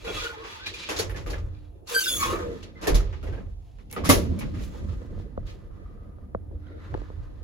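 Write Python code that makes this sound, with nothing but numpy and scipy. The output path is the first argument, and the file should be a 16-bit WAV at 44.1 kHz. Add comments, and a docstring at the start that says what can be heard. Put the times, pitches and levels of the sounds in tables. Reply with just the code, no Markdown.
"""A small wooden lift sets off

Two door leaves are pushed shut by hand: stick-slip friction makes them scrape and squeak, and they
knock home in their damped modes. A button is pressed, the lock slams, and the car sets off with a low
resonant rumble, a faint hum and a few dry taps. A phone with two microphone ports listens inside
the car, from arm's length."""
import sys
import numpy as np
from scipy import signal
from scipy.fft import rfft, irfft, next_fast_len
from scipy.io import wavfile
from scipy.ndimage import uniform_filter1d

SR = 44100
rng = np.random.default_rng(int(sys.argv[2]) if len(sys.argv) > 2 else 0)


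def to_wav(s):
    """Save 16-bit WAV."""
    ch = np.atleast_2d(s).T  # columns
    pcm = np.round(np.clip(ch, -1, 1) * 32767)  # PCM
    wavfile.write(sys.argv[1], SR, pcm.astype(np.int16))


N = 327663
FFT_SIZE = next_fast_len(N, True)

# Blows of door, latch and lock: t/s, mid, low, high and top level/dB, nominal T60/s,
# clink f/Hz, clink level/dB re mid
BLOWS = [(0.043, -37, -41, -53, -51, 0.32, 1150, -10), (0.068, -39.5, -29, -48, -53, 0.94, 1360, -9),
         (0.44, -33, -42.5, -49, -81, 0.41, 1210, -21), (0.662, -30.5, -38, -40, -42, 0.18, 2430, 5),
         (0.739, -42, -49.5, -38, -43, 0.16, 2455, 11), (0.889, -22, -25.5, -31, -36, 0.42, 2700, -8),
         (0.963, -32.5, -44.5, -30.5, -46, 0.3, 3940, 1), (0.989, -27, -30, -25.5, -24.5, 0.19, 4410, 1.5),
         (0.995, -34, -33, -45, -54, 0.26, 444, 15), (1.096, -34, -51, -58, -43.5, 0.23, 1835, -1),
         (1.145, -43, -34, -57, -60, 0.2, 1740, 8), (1.161, -33, -37.5, -42, -53, 0.31, 1630, -9),
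         (1.263, -34, -31, -47.5, -46.5, 0.43, 1197, -2), (1.301, -42, -30.5, -39, -42.5, 0.2, 4520, 3.5),
         (1.333, -32.5, -38.5, -69, -68, 0.22, 1686, 0.5), (1.381, -56.5, -38, -51, -65, 0.14, 1236, 15),
         (1.872, -47, -50, -39.5, -46, 0.75, 4460, 7), (2.63, -50.5, -40, -40, -59.5, 0.086, 2850, 5),
         (2.814, -39.5, -32.5, -43, -48, .4, 1040, -19), (2.83, -34.5, -32.5, -46, -50.5, 0.52, 323, -1.5),
         (2.889, -32.5, -25, -45, -45.5, 0.21, 570, 3), (2.871, -22.5, -15, -24.5, -23, 0.17, 1770, 0),
         (2.873, -34.5, -33, -48.5, -54, .2, 464, 12), (2.945, -27, -24.5, -25.5, -27.5, 0.22, 1600, -17),
         (3.003, -41, -36, -61, -55, 0.11, 1330, 5), (3.04, -61.5, -44, -60, -61, .15, 1440, -1),
         (3.128, -36.5, -41.5, -56.5, -79, 0.22, 1200, -16),
         (3.229, -41.5, -34, -54.5, -54, 0.3, 1404, -0.5), (3.268, -42.5, -37, -59.5, -68, 0.4, 1960, -1),
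         (3.326, -43, -39, -67.5, -63, 0.37, 1600, 1.5), (3.377, -52.5, -35, -72, -78, 0.18, 1620, 9.5),
         (3.787, -46.5, -47.5, -67, -83, 0.16, 1027, -12), (3.9, -51, -54, -52.5, -59.5, 0.2, 2700, 1),
         (3.913, -44.5, -55, -47, -30, 0.04, 2250, 8), (3.927, -53, -55.5, -42, -22.5, 0.027, 1700, 3.5),
         (3.927, -36.5, -38.5, -59, -37, 0.25, 2240, -7),
         (3.963, -28.5, -23.5, -71.5, -72.5, 0.16, 1252, 5), (3.97, -37.5, -31, -58, -76, 0.42, 2000, -7),
         (4.038, -34, -41, -49.5, -56, 0.44, 1126, 6), (4.045, -42.5, -44.5, -35, -31.5, 0.54, 4560, -1.5),
         (4.051, -27.5, -36, -38.5, -50, 0.57, 1290, 0.5), (4.091, -21, -12, -18, -9, 0.31, 2034, 4.5),
         (4.097, -10, -17.5, -22, -37, 0.17, 1156, 2), (4.39, -40, -45, -37.5, -31.5, 0.097, 2320, 4),
         (4.409, -29, -40, -49, -49, 0.2, 2266, -8), (4.332, -52.5, -39.5, -67, -73, .15, 1000, 4),
         (4.54, -40, -44, -55.5, -59.5, 0.43, 1240, -6), (4.746, -58.5, -40, -68.5, -74, .2, 880, 16),
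         (4.777, -61, -40, -59, -77, .2, 480, 13), (4.885, -49, -45, -66, -73, 0.18, 1304, 2),
         (4.589, -47, -49.5, -58, -63, 0.41, 1880, -4)]
# Door modes: f/Hz, weight (0.5 dB per unit), longest T60/s
DOOR_MODES = [(183, -2.5, 0.42), (296.5, -4, 0.42), (397, 6.5, 0.44), (461.5, 16.5, 0.08),
              (634.8, -30, 0.41), (849, -24.5, 0.54), (830, 2.5, 0.092), (1073, -37, 0.65),
              (1048, -9, 0.13), (1117, -12.5, 0.28), (1220, -36.5, 0.31), (1390, -36.5, 0.39),
              (2013, -21, 0.27), (2160, -33.5, 0.07), (2690, -26.5, 0.14), (2686, -16.5, 0.032)]
# Low, mid, high and top band of the rattling tail: lower f/Hz, upper f/Hz, share of T60, gain/dB
TAIL_BANDS = [(280, 638, 0.9, -7), (786, 2710, 0.88, -9), (2860, 7130, 0.77, -2.5),
              (8200, 13100, 0.62, -3.5)]


def knocks():
    """Impact excitation: a crack, then door modes, a metal clink and a rattle decay exponentially."""
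    rise_s, clink_rise_s, crack_decay_s = 0.0054, 0.0044, 0.00066
    pair_ratio, pair_db = np.array([[.99], [1.04]]), np.array([[3], [-4]])  # two beating clink modes
    out = np.zeros(N)
    hz, weight, mode_t60 = np.transpose(DOOR_MODES)[:, :, None]
    noise = [unit(band(rng.standard_normal(N + SR), lo, hi)) for lo, hi, *_ in TAIL_BANDS]
    draws = rng.standard_normal((len(BLOWS), 2, len(DOOR_MODES), 1))
    for blow, (level_draw, pitch_draw) in zip(BLOWS, draws):
        start, mid_db, low_db, high_db, top_db, t60, clink_hz, clink_db = blow
        t60 = np.clip(t60, .03, .7)
        t = np.arange(int(1.4 * t60 * SR)) / SR
        gain = undb(np.where(hz < 800, low_db, mid_db) + .5 * weight + 2.5 * level_draw - 13)
        detuned_hz = hz * (1 + 0.017 * pitch_draw)
        modes = gain * decay(t, np.minimum(mode_t60, 2 * t60)) * np.sin(2 * np.pi * detuned_hz * t)
        pair = (undb(pair_db) * np.sin(2 * np.pi * clink_hz * pair_ratio * t)).sum(axis=0)
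        clink = undb(mid_db + clink_db) * decay(t, min(0.42 * t60, 0.06)) * pair
        band_db = low_db, mid_db, high_db, top_db
        bands = [undb(db) * x[int(start * SR):][:len(t)] for db, x in zip(band_db, noise)]
        tail = sum(undb(db) * decay(t, share * t60) * x
                   for (_, _, share, db), x in zip(TAIL_BANDS, bands))
        crack = undb(-4) * np.exp(-t / crack_decay_s) * sum(bands[1:])
        body = (modes.sum(axis=0) + tail) * onset(t, rise_s)
        add(out, start, body + clink * onset(t, clink_rise_s) + crack)
    return out


# Heavy blows that ring the whole car: t/s, shell level/dB, sway level/dB
HEAVY_BLOWS = [(2.873, -36, -40), (2.904, -36, -21), (2.924, -37, -15), (2.949, -34, -12),
               (4.09, -7.5, -24.5)]
# Modes of the shell and of its deep sway: f/Hz, relative level/dB, T60/s
SHELL_MODES = [(95.5, -3.5, 0.28), (165, -8, 0.14), (267, 3, 0.14), (376.3, -20.5, 0.64), (483, -13, 0.23),
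               (960, -18, .3), (1230, -21.5, .2), (586, -6.5, 0.17), (2100, -16, 0.18)]
SWAY_MODES = [(42, 4.5, .2), (65, -6.5, .16), (100, -8, .15), (141, -10, 0.35)]


def thumps():
    """Free vibration: the low modes of the car swell within milliseconds of a blow and die away."""
    out, t = np.zeros(N), np.arange(SR) / SR
    shell, sway = (sum(undb(db) * decay(t, t60) * np.sin(2 * np.pi * hz * t) for hz, db, t60 in modes)
                   for modes in (SHELL_MODES, SWAY_MODES))
    for start, shell_db, sway_db in HEAVY_BLOWS:
        add(out, start, undb(shell_db) * shell * onset(t, .004) + undb(sway_db) * sway * onset(t, .0039))
    return out


# Slips of the hinges and of the sliding leaf: t/s, duration/s, f/Hz, glide/(Hz/s), relative level/dB,
# level change/dB, levels of harmonics 2, 3, ../dB re fundamental
HINGE_SQUEAKS = [(0.065, 0.067, 1426, -2, -47, -7, ()), (0.07, 0.042, 2620, -600, -45.5, -6, ()),
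                 (0.07, 0.047, 3360, 0, -46.5, -6, ()), (0.135, 0.1, 3360, -200, -53, 0, ()),
                 (0.15, 0.049, 1230, 1, -46.5, -5, ()), (0.195, 0.096, 2890, 0, -55, 1, ()),
                 (0.21, 0.072, 1444, 0, -41, -4.5, ()), (0.285, 0.052, 1447, -200, -46, -2, ()),
                 (1.94, 0.065, 1567, -330, -33.5, 0.5, (-11, -2, -16, -9, -7, -17, -5)),
                 (2.0, 0.042, 1549, -200, -34, -3.5, (-11, -6, -9, -12.5, -2)),
                 (1.94, 0.093, 4480, -4, -46, 0.5, ()), (2.02, 0.072, 2800, -500, -41.5, -13, ()),
                 (2.03, 0.07, 3600, 3001.5, -45, 1.5, ()), (2.035, 0.036, 3340, 498, -44.5, -9.5, ()),
                 (2.04, 0.046, 5200, 2499, -44, 2, ()),
                 (2.052, 0.11, 1534, -900, -40, -19, (-31.5, -6, -27.5, -7.5)),
                 (2.072, 0.11, 3470, -700, -38, 0.5, (1, -3, -19.5)),
                 (2.07, 0.052, 4930, -500, -39, -8, ()), (2.16, 0.045, 6420, -1800, -44, 4, ()),
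                 (2.18, 0.062, 3400, 0, -48.5, -8.5, (8,)), (2.19, .05, 4410, -200, -44.5, 0.5, ()),
                 (2.16, 0.038, 1236, -200, -52.5, 5.5, ()), (2.185, .045, 1145, -400, -46, 5.5, (-1.6,)),
                 (2.222, .05, 1102, 300, -31, 1, (-14.5,)), (2.218, 0.066, 1246, 302.5, -37.5, -4, (-9,)),
                 (2.268, 0.062, 1070, 399, -43, 1.5, ()), (2.295, 0.072, 1246, 351, -40.5, -2, (-20,)),
                 (2.328, 0.057, 1145, 200, -39.5, -6, (-13,)), (2.35, .09, 1245, 0, -42, -8, ()),
                 (2.39, 0.049, 1078, -2, -51.5, -3, ()), (2.75, 0.079, 2080, -1500, -64, -6, ())]
LEAF_GROANS = [(0.04, 0.055, 471, -400, -37.5, 4, ()), (0.095, 0.035, 420, 3, -37.5, -6, ()),
               (.15, 0.032, 457, 0, -42.5, 1, ()), (0.22, 0.1, 470, -67, -34, -14, ()),
               (0.365, 0.15, 444, -6, -37.5, -25, ()), (0.39, 0.11, 1070, 900, -52, -6, ()),
               (0.59, 0.12, 1400, 4000, -51.5, 4, ()), (.32, .05, 846, 0, -48.5, -5, ()),
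               (.55, 0.063, 894, 0, -54, -1, ()), (1.905, 0.089, 470, 8.5, -39.5, -2.5, ()),
               (2.25, 0.14, 480, 99, -38, -13, ()), (2.4, 0.18, 488.7, -130, -37.5, 1.5, ())]


def stick_slip(slips, wander, flutter_db):
    """Relaxation oscillation: harmonics of a gliding, wandering slip rate, each fluttering alone."""
    out, size, edge_s = np.zeros(N), SR // 4, 0.009
    t = np.arange(size) / SR
    for start, length, hz, glide, db, change_db, overtones in slips:
        gate = np.clip(np.minimum(t, length - t) / edge_s, 0, 1) ** 2
        slip_hz = (hz + glide * t) * (1 + wander * walk(247.5, size))
        phase = 2 * np.pi * np.cumsum(slip_hz) / SR
        tone = sum(undb(part_db + flutter_db * (walk(60, size) + walk(350, size))) * np.sin(k * phase)
                   for k, part_db in enumerate((0, *overtones), 1))
        add(out, start, gate * undb(db + change_db * t / length) * tone)
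    return out


# Pushes of a leaf along its track, later brief rustles of shifting parts:
# t/s, rise/s, hold/s, scrape, dull, bright and hiss level/dB
PUSHES = [(0.05, .012, 0.042, -50, -47, -54, -67), (0.156, 0.22, 0.096, -38.5, -43, -46, -52),
          (0.25, .02, 0.021, -48.5, -50, -68, -62), (0.512, 0.22, 0.034, -45.5, -49, -55, -60),
          (0.664, 0.012, 0.016, -39, -64, -50.5, -73), (0.74, .015, 0.097, -46, -56, -55, -77),
          (1.894, 0.035, 0.046, -42, -42, -40.5, -42), (1.995, 0.044, 0.043, -44, -54.5, -37.5, -35.5),
          (2.037, 0.034, 0.013, -40.5, -69, -36, -33), (2.057, .02, 0.17, -46, -56, -43, -34),
          (2.238, 0.1, 0.0067, -36.5, -34, -34.5, -55.5), (2.272, .02, 0.053, -44, -42.5, -53.5, -49),
          (2.629, 0.013, 0.0055, -49.5, -77, -64, -79), (4.625, 0.054, 0.018, -52.5, -72, -54.5, -56.5),
          (4.897, .04, 0.018, -56.5, -56, -78, -80), (5.193, 0.1, 0.02, -63.5, -61, -73.5, -75),
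          (5.469, 0.025, 0.038, -53, -60, -64, -67)]
# Rubbing of leaves and linkage in between: t/s, scrape, dull and treble level/dB
RUB_FLOOR = [(0.0, -77, -67, -74), (0.37, -57.5, -48, -68), (0.88, -44, -57.5, -92), (1.25, -98, -62, -68),
             (1.55, -67, -65, -80), (1.85, -86.5, -84.5, -90), (2.36, -50.5, -38.5, -51.5),
             (2.62, -58, -57, -68.5), (2.74, -71, -66.5, -87), (2.86, -52, -41, -72),
             (3.19, -61, -64.5, -85), (3.38, -71, -59, -78.5), (3.6, -74, -78.5, -79),
             (3.88, -73, -82.5, -85), (4.08, -57.5, -54, -70.5), (4.59, -58.5, -59, -67),
             (4.95, -65, -58.5, -68), (5.3, -75, -66, -85.5), (5.62, -73, -65, -81),
             (6.16, -81, -71.5, -95), (6.48, -81, -72.5, -90), (6.75, -69.5, -64.5, -83),
             (6.9, -63.5, -54.5, -74), (7.43, -74.5, -68.5, -85)]
# Resonances of leaf and frame: f/Hz, bandwidth/Hz, relative level/dB
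LEAF_MODES = [(2385, 60, 2), (2640, 80, 0), (2820, 60, 1), (3360, 70, 3), (3540, 110, 0), (3890, 80, -1),
              (4400, 160, -1)]
FRAME_MODES = [(878, 130, 3), (1050, 66, 4.5), (1225, 81, 7), (1447, 40, 1), (1533, 95, 1.5),
               (1780, 53, -1.5), (1958, 51, 2), (1690, 1600, -9)]


def rubbing():
    """Sliding friction: uneven stick-slip grains ring leaf and frame, louder with the pressure."""
    scrape_db, dull_db, treble_db = curves(RUB_FLOOR)
    rise_db, hiss_db = 33.5, treble_db - 5.5
    pushes = [(start, rise_db / rise_s, *rest) for start, rise_s, *rest in PUSHES]
    gains = swells([scrape_db, dull_db, treble_db, hiss_db], pushes, fall_db_s=210.5)
    grain = undb(1.3 * walk(150) + 1.7 * walk(25))
    grit = lambda: grain * rng.standard_normal(N)
    sliding = np.interp(np.arange(N) / SR, [0, 2.2, 2.6], [1.1, 1.1, .2])  # a leaf at rest rings less
    ring = sum(undb(db + 5 * walk(22)) * resonate(grit(), [(hz, width, 0)])
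               for hz, width, db in LEAF_MODES)
    scrape = unit(sliding * unit(ring) + unit(band(grit(), 1900, 4600)))
    dull = unit(band(resonate(grit(), FRAME_MODES), 770, 3100))
    bright = unit(band(grit(), 5500, 9000))
    hiss = unit(band(grit(), 9000, 15000))
    return np.sum(gains * [scrape, dull, bright, hiss], axis=0)


# Steady shaking of the car: t/s, boom, wall drone and hollow door level/dB
SHAKING = [(0.0, -42.5, -88, -48), (0.48, -50, -63.5, -54), (0.85, -50.5, -56.5, -52),
           (1.01, -36, -73, -49), (1.26, -33.5, -60, -48), (1.5, -32.5, -81, -65),
           (1.74, -45.5, -67.5, -60), (2.08, -56, -58, -45), (2.2, -38.5, -39.5, -42.5),
           (2.55, -49, -46, -53), (2.78, -46.5, -52, -53), (3.0, -30, -59, -55.5),
           (3.42, -38, -44.5, -68.5), (3.58, -43, -78, -71), (3.85, -43.5, -58, -59.5),
           (4.07, -38.5, -29.5, -54.5), (4.22, -38, -31.5, -39), (4.52, -36.5, -36, -48.5),
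           (4.8, -36.5, -44.5, -46), (5.2, -41, -46, -59.5), (5.5, -39, -54, -52.5),
           (6.35, -41.5, -53, -59.5), (7.43, -38.5, -58.5, -55)]
# Brief swells in the low boom and hollow ring: t/s, hold/s, boom level/dB, hollow door level/dB
RUMBLE_SWELLS = [(0.147, .02, -36, -42), (0.695, 0.021, -45, -65), (0.951, .06, -44.5, -35.5),
                 (1.081, 0.12, -34.5, -52), (1.294, 0.16, -35, -48), (2.145, 0.11, -37.5, -61),
                 (2.297, 0.071, -35, -33.5), (2.464, 0.029, -38, -37.5), (2.635, 0.013, -44, -52),
                 (2.902, .02, -29, -28), (3.002, .04, -27.5, -54), (3.273, 0.046, -29.5, -44),
                 (3.467, .02, -33, -54), (4.029, .02, -30, -39), (4.135, 0.052, -21, -29),
                 (4.303, 0.011, -24, -50), (4.457, 0.024, -29, -47), (4.571, 0.036, -28, -62),
                 (4.819, 0.12, -30.5, -68.5), (5.132, 0.06, -30, -47.5), (5.395, 0.025, -30, -69),
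                 (6.353, .02, -36.5, -67.5), (6.531, .02, -34.5, -52.5), (6.731, 0.028, -40, -48),
                 (6.941, 0.014, -26, -43.5), (7.19, 0.023, -32, -65.5)]
# Balance of the boom: t/s, level of the two lowest car modes/dB re the upper two
BOOM_TILT = [(0, 2), (.8, 1.5), (1.1, 6), (1.5, 1.5), (2.2, -3), (2.9, 0.5), (3.2, -1), (3.7, 3), (4.1, -2),
             (4.6, -2), (5.6, 3), (6.4, -2.5), (7.43, -2)]
# Resonances of car, walls and hollow door: f/Hz, bandwidth/Hz, relative level/dB
CAR_MODES = [(30.4, 3.9, -5.5), (47, 13.9, -3), (66, 24, -2), (85.2, 18.5, 0)]
WALL_MODES = [(141, 150, -6.5), (185.7, 19, 1.5), (284, 59, 1.5)]
HOLLOW_MODES = [(325, 43, 2), (383, 67, 0), (463, 32, 1.5), (488.5, 18, 3.5), (554, 70, -1),
                (708, 71, -8.5)]


def rumble():
    """Forced vibration: random shaking booms in the car, drones in its walls and rings the door."""
    boom_db, drone_db, hollow_db = curves(SHAKING)
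    rise_db_s = 258
    peaks = [(start, rise_db_s, *rest) for start, *rest in RUMBLE_SWELLS]
    boom_gain, hollow_gain = swells([boom_db, hollow_db], peaks, fall_db_s=145.5)
    shake, tilt = rng.standard_normal(N), undb(curves(BOOM_TILT)[0] / 2)
    boom = tilt * resonate(shake, CAR_MODES[:2]) + resonate(shake, CAR_MODES[2:]) / tilt
    drone = resonate(rng.standard_normal(N) * undb(2.3 * walk(40)), WALL_MODES)
    hollow = resonate(rng.standard_normal(N) * undb(3 * walk(60)), HOLLOW_MODES)
    return (boom_gain * unit(band(boom, 23, 170))
            + undb(drone_db) * unit(band(drone, 120, 230))
            + hollow_gain * unit(band(hollow, 180, 550)))


# Dry taps close to the phone: t/s, level/dB, f/Hz, click level/dB, rise/ms
DRY_TAPS = [(4.588, -28.5, 200, -70, 1.5), (5.017, -32, 482, -63, 3), (5.047, -37, 341, -65, 2.5),
            (5.104, -53.5, 311, -66, 1.7), (5.177, -42, 522, -70, 1.5), (5.199, -33.5, 335, -67, 2),
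            (5.376, -24, 537.5, -59, 1.6), (5.91, -44, 310.6, -75.5, 1.5), (6.184, -48.5, 566, -83, 0.91),
            (6.348, -21, 514, -61, 0.5), (6.512, -36, 391, -86, 2.7), (6.668, -54, 1480, -80, 0.96),
            (6.941, -32, 797, -48, 0.43), (6.948, -23.5, 373, -65.5, 0.47), (6.975, -36, 465, -58, 1.6),
            (7.017, -33.5, 350.5, -58, 0.93), (7.101, -36, 461, -70, 1.6)]
# Modes of the tapped panel: frequency ratio, relative level/dB, time to peak/ms
PANEL_MODES = [(2.15, -0.5, 0.72), (1.0, 3, 1.7), (1.25, -16, 5), (.37, -6, 3.5)]


def taps():
    """Heavy damping: brief panel modes follow a tiny click; a soft touch hardly wakes the top one."""
    out, t = np.zeros(N), np.arange(SR // 16) / SR
    ratio, mode_db, peak_ms = np.transpose(PANEL_MODES)[:, :, None]
    age = 1000 * t / peak_ms
    for start, db, hz, click_db, rise_ms in DRY_TAPS:
        click = unit(band(rng.standard_normal(len(t)), 2000, 4600)) * np.exp(-t / 0.0029)
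        rise = 1 - np.exp(-(1000 * t / rise_ms) ** 2)
        modes = undb(db + mode_db) * age * np.exp(1 - age) * np.sin(2 * np.pi * hz * ratio * t)
        add(out, start, rise * modes.sum(axis=0) + undb(click_db) * click)
    return out


# Tones of the drive at full strength: f/Hz, level/dB
DRIVE_TONES = [(300, -51.5), (194, -64), (108, -55)]


def drive_hum():
    """Random modulation: the tones waver in level and phase, and come up once the car is under way."""
    t = np.arange(N) / SR
    hum = sum(undb(db + 4.1 * walk(3.6) + 3.2 * walk(25)) * np.sin(2 * np.pi * hz * t + .8 * walk(9))
              for hz, db in DRIVE_TONES)
    return hum * np.clip((t - 6.5) / .65, .25, 1)


# Rattles of the guides during travel: start t/s, end t/s, fade/s, pulse rate/Hz, unevenness/dB,
# level/dB, resonances (f/Hz, bandwidth/Hz, relative level/dB)
GUIDE_RATTLES = [(5.589, 6.352, .23, 17, 3.5, -65.5, [(1215, 81, 0)]),
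                 (6.604, 6.943, 0.087, 30, 2.2, -60, [(1375, 82, 8.5), (1980, 240, -2.5), (2220, 70, -2),
                 (3780, 440, -10)])]


def guide_chatter():
    """Amplitude modulation: noise in the resonances of the guides comes in faint, uneven pulses."""
    out, t = np.zeros(N), np.arange(N) / SR
    for start, end, fade, rate, uneven_db, db, modes in GUIDE_RATTLES:
        gate = np.clip(np.minimum(t - start, end - t) / fade, 0, 1)
        out += gate * undb(db + uneven_db * walk(2 * rate)) * resonate(rng.standard_normal(N), modes)
    return out


# Spectrum of the air in the shaft: f/Hz, relative spectral density level/dB
SHAFT_SPECTRUM = [(400, -27.5), (700, 9.5), (1300, -12), (2500, -26), (6000, -27), (11000, -16),
                  (16000, -26.5)]


def shaft_air():
    """Spectrally shaped noise: the quiet hiss of the shaft drifts slightly in level."""
    gain = undb(-69 + 0.5 * walk(1.5))
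    spectrum = rfft(rng.standard_normal(FFT_SIZE)) * undb(per_bin(SHAFT_SPECTRUM))
    return gain * unit(irfft(spectrum, FFT_SIZE)[:N])


def undb(db):
    """Amplitude ratio of a level in dB."""
    return 10 ** (np.asarray(db) / 20)


def unit(x):
    """Normalisation to an RMS of 1."""
    return x / np.sqrt(np.mean(x ** 2))


def decay(t, t60):
    """Exponential decay by 60 dB in t60 seconds."""
    return undb(-60 * t / t60)


def onset(t, rise_s):
    """First-order rise with time constant rise_s."""
    return 1 - np.exp(-t / rise_s)


def band(x, lo_hz, hi_hz):
    """Maximally flat band-pass filter."""
    return signal.sosfilt(signal.butter(2, [lo_hz, hi_hz], "bandpass", fs=SR, output="sos"), x)


def resonate(x, modes):
    """Modal superposition: parallel resonators of alternating sign, scaled to an RMS of 1."""
    return unit(sum((-1) ** k * undb(db) * signal.lfilter(*signal.iirpeak(hz, hz / width, SR), x)
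                    for k, (hz, width, db) in enumerate(modes)))


def walk(rate, size=N):
    """Low-pass noise: random values held 1 / rate seconds and smoothed twice, with a spread near 1."""
    hold = int(SR / rate)
    steps = np.repeat(rng.standard_normal(size // hold + 1), hold)
    return 1.334 * uniform_filter1d(uniform_filter1d(steps, hold), hold)[:size]


def curves(table):
    """Linear interpolation of each column over the times in the first."""
    times, *columns = np.transpose(table)
    return [np.interp(np.arange(N) / SR, times, column) for column in columns]


def per_bin(table):
    """Interpolation of levels over log frequency, one for each FFT bin."""
    hz, db = np.transpose(table)
    return np.interp(np.log(np.fft.rfftfreq(FFT_SIZE, 1 / SR) + 1), np.log(hz + 1), db)


def add(out, start, x):
    """Superposition of x on out from start seconds."""
    i = int(start * SR)
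    out[i:i + len(x)] += x[:N - i]


def swells(floors_db, rows, fall_db_s):
    """Incoherent addition: each layer's gain comes from the power of its floor plus its swells."""
    power, t = undb(2 * np.array(floors_db)), np.arange(-SR // 4, SR // 2) / SR
    for peak_s, rise_db_s, hold_s, *layer_db in rows:
        shape_db = np.minimum(rise_db_s * np.minimum(t, 0), -fall_db_s * np.maximum(t - hold_s, 0))
        i = int(peak_s * SR) - SR // 4
        shape = undb(2 * shape_db)[max(-i, 0):N - i]
        power[:, max(i, 0):max(i, 0) + len(shape)] += undb(2 * np.array(layer_db))[:, None] * shape
    return np.sqrt(power)


# Balance of the two ports: f/Hz, left level/dB re right
PORT_BALANCE = [(60, -2.5), (110, -3.0), (200, -2.0), (380, -0.5), (700, 0.0), (1290, 0.0), (2380, -0.5),
                (4400, -0.5), (8120, -1.0), (15000, 0.0)]
# Sound scattered in the cabin: f/Hz, side level/dB re mid
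SIDE_LEVEL = [(60, -9.5), (110, -7.5), (200, 0.5), (380, -6.5), (700, 3.5), (1290, -1), (2380, 1),
              (4400, -1), (8120, 1.5), (15000, 0)]


def scene():
    """Two-point reception: the ports differ by scattered sound, in the treble mainly by a small lag."""
    port_lag_s, in_phase_hz, treble_scatter_db = 1 / 4750, 6250, -22.5
    squeaks = undb(8) * stick_slip(HINGE_SQUEAKS, wander=.0065, flutter_db=2.7)
    groans = undb(4) * stick_slip(LEAF_GROANS, wander=.025, flutter_db=2.6)
    coherent = squeaks + groans + taps() + thumps()
    # the noisy sources are drawn afresh for the direct and the scattered sound
    noisy = lambda: rumble() + drive_hum() + rubbing() + knocks() + guide_chatter() + shaft_air()
    direct, scattered = (rfft(coherent + noisy(), FFT_SIZE) for _ in range(2))
    hz, sign = np.fft.rfftfreq(FFT_SIZE, 1 / SR), np.array([[1], [-1]])  # left, right
    side = -1j * undb(per_bin(SIDE_LEVEL)) * scattered  # in quadrature
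    lag = np.exp(-1j * sign * np.pi * port_lag_s * (hz - in_phase_hz))
    lower = direct + sign * side
    treble = lag * (direct + sign * undb(treble_scatter_db) * scattered)
    crossfade = np.clip((hz - in_phase_hz) / 1500, 0, 1)
    balance = undb(sign * per_bin(PORT_BALANCE) / 2)
    return irfft(((1 - crossfade) * lower + crossfade * treble) * balance, FFT_SIZE)[:, :N]


def record(dry):
    """Soft saturation and band limiting: the phone rounds the loudest peak and cuts above 16 kHz."""
    lowpass = signal.ellip(10, .2, 80, 16000, fs=SR, output="sos")
    return signal.sosfilt(lowpass, np.tanh(0.73 * dry) / 0.89)


dry = scene()
out = record(dry)
to_wav(out)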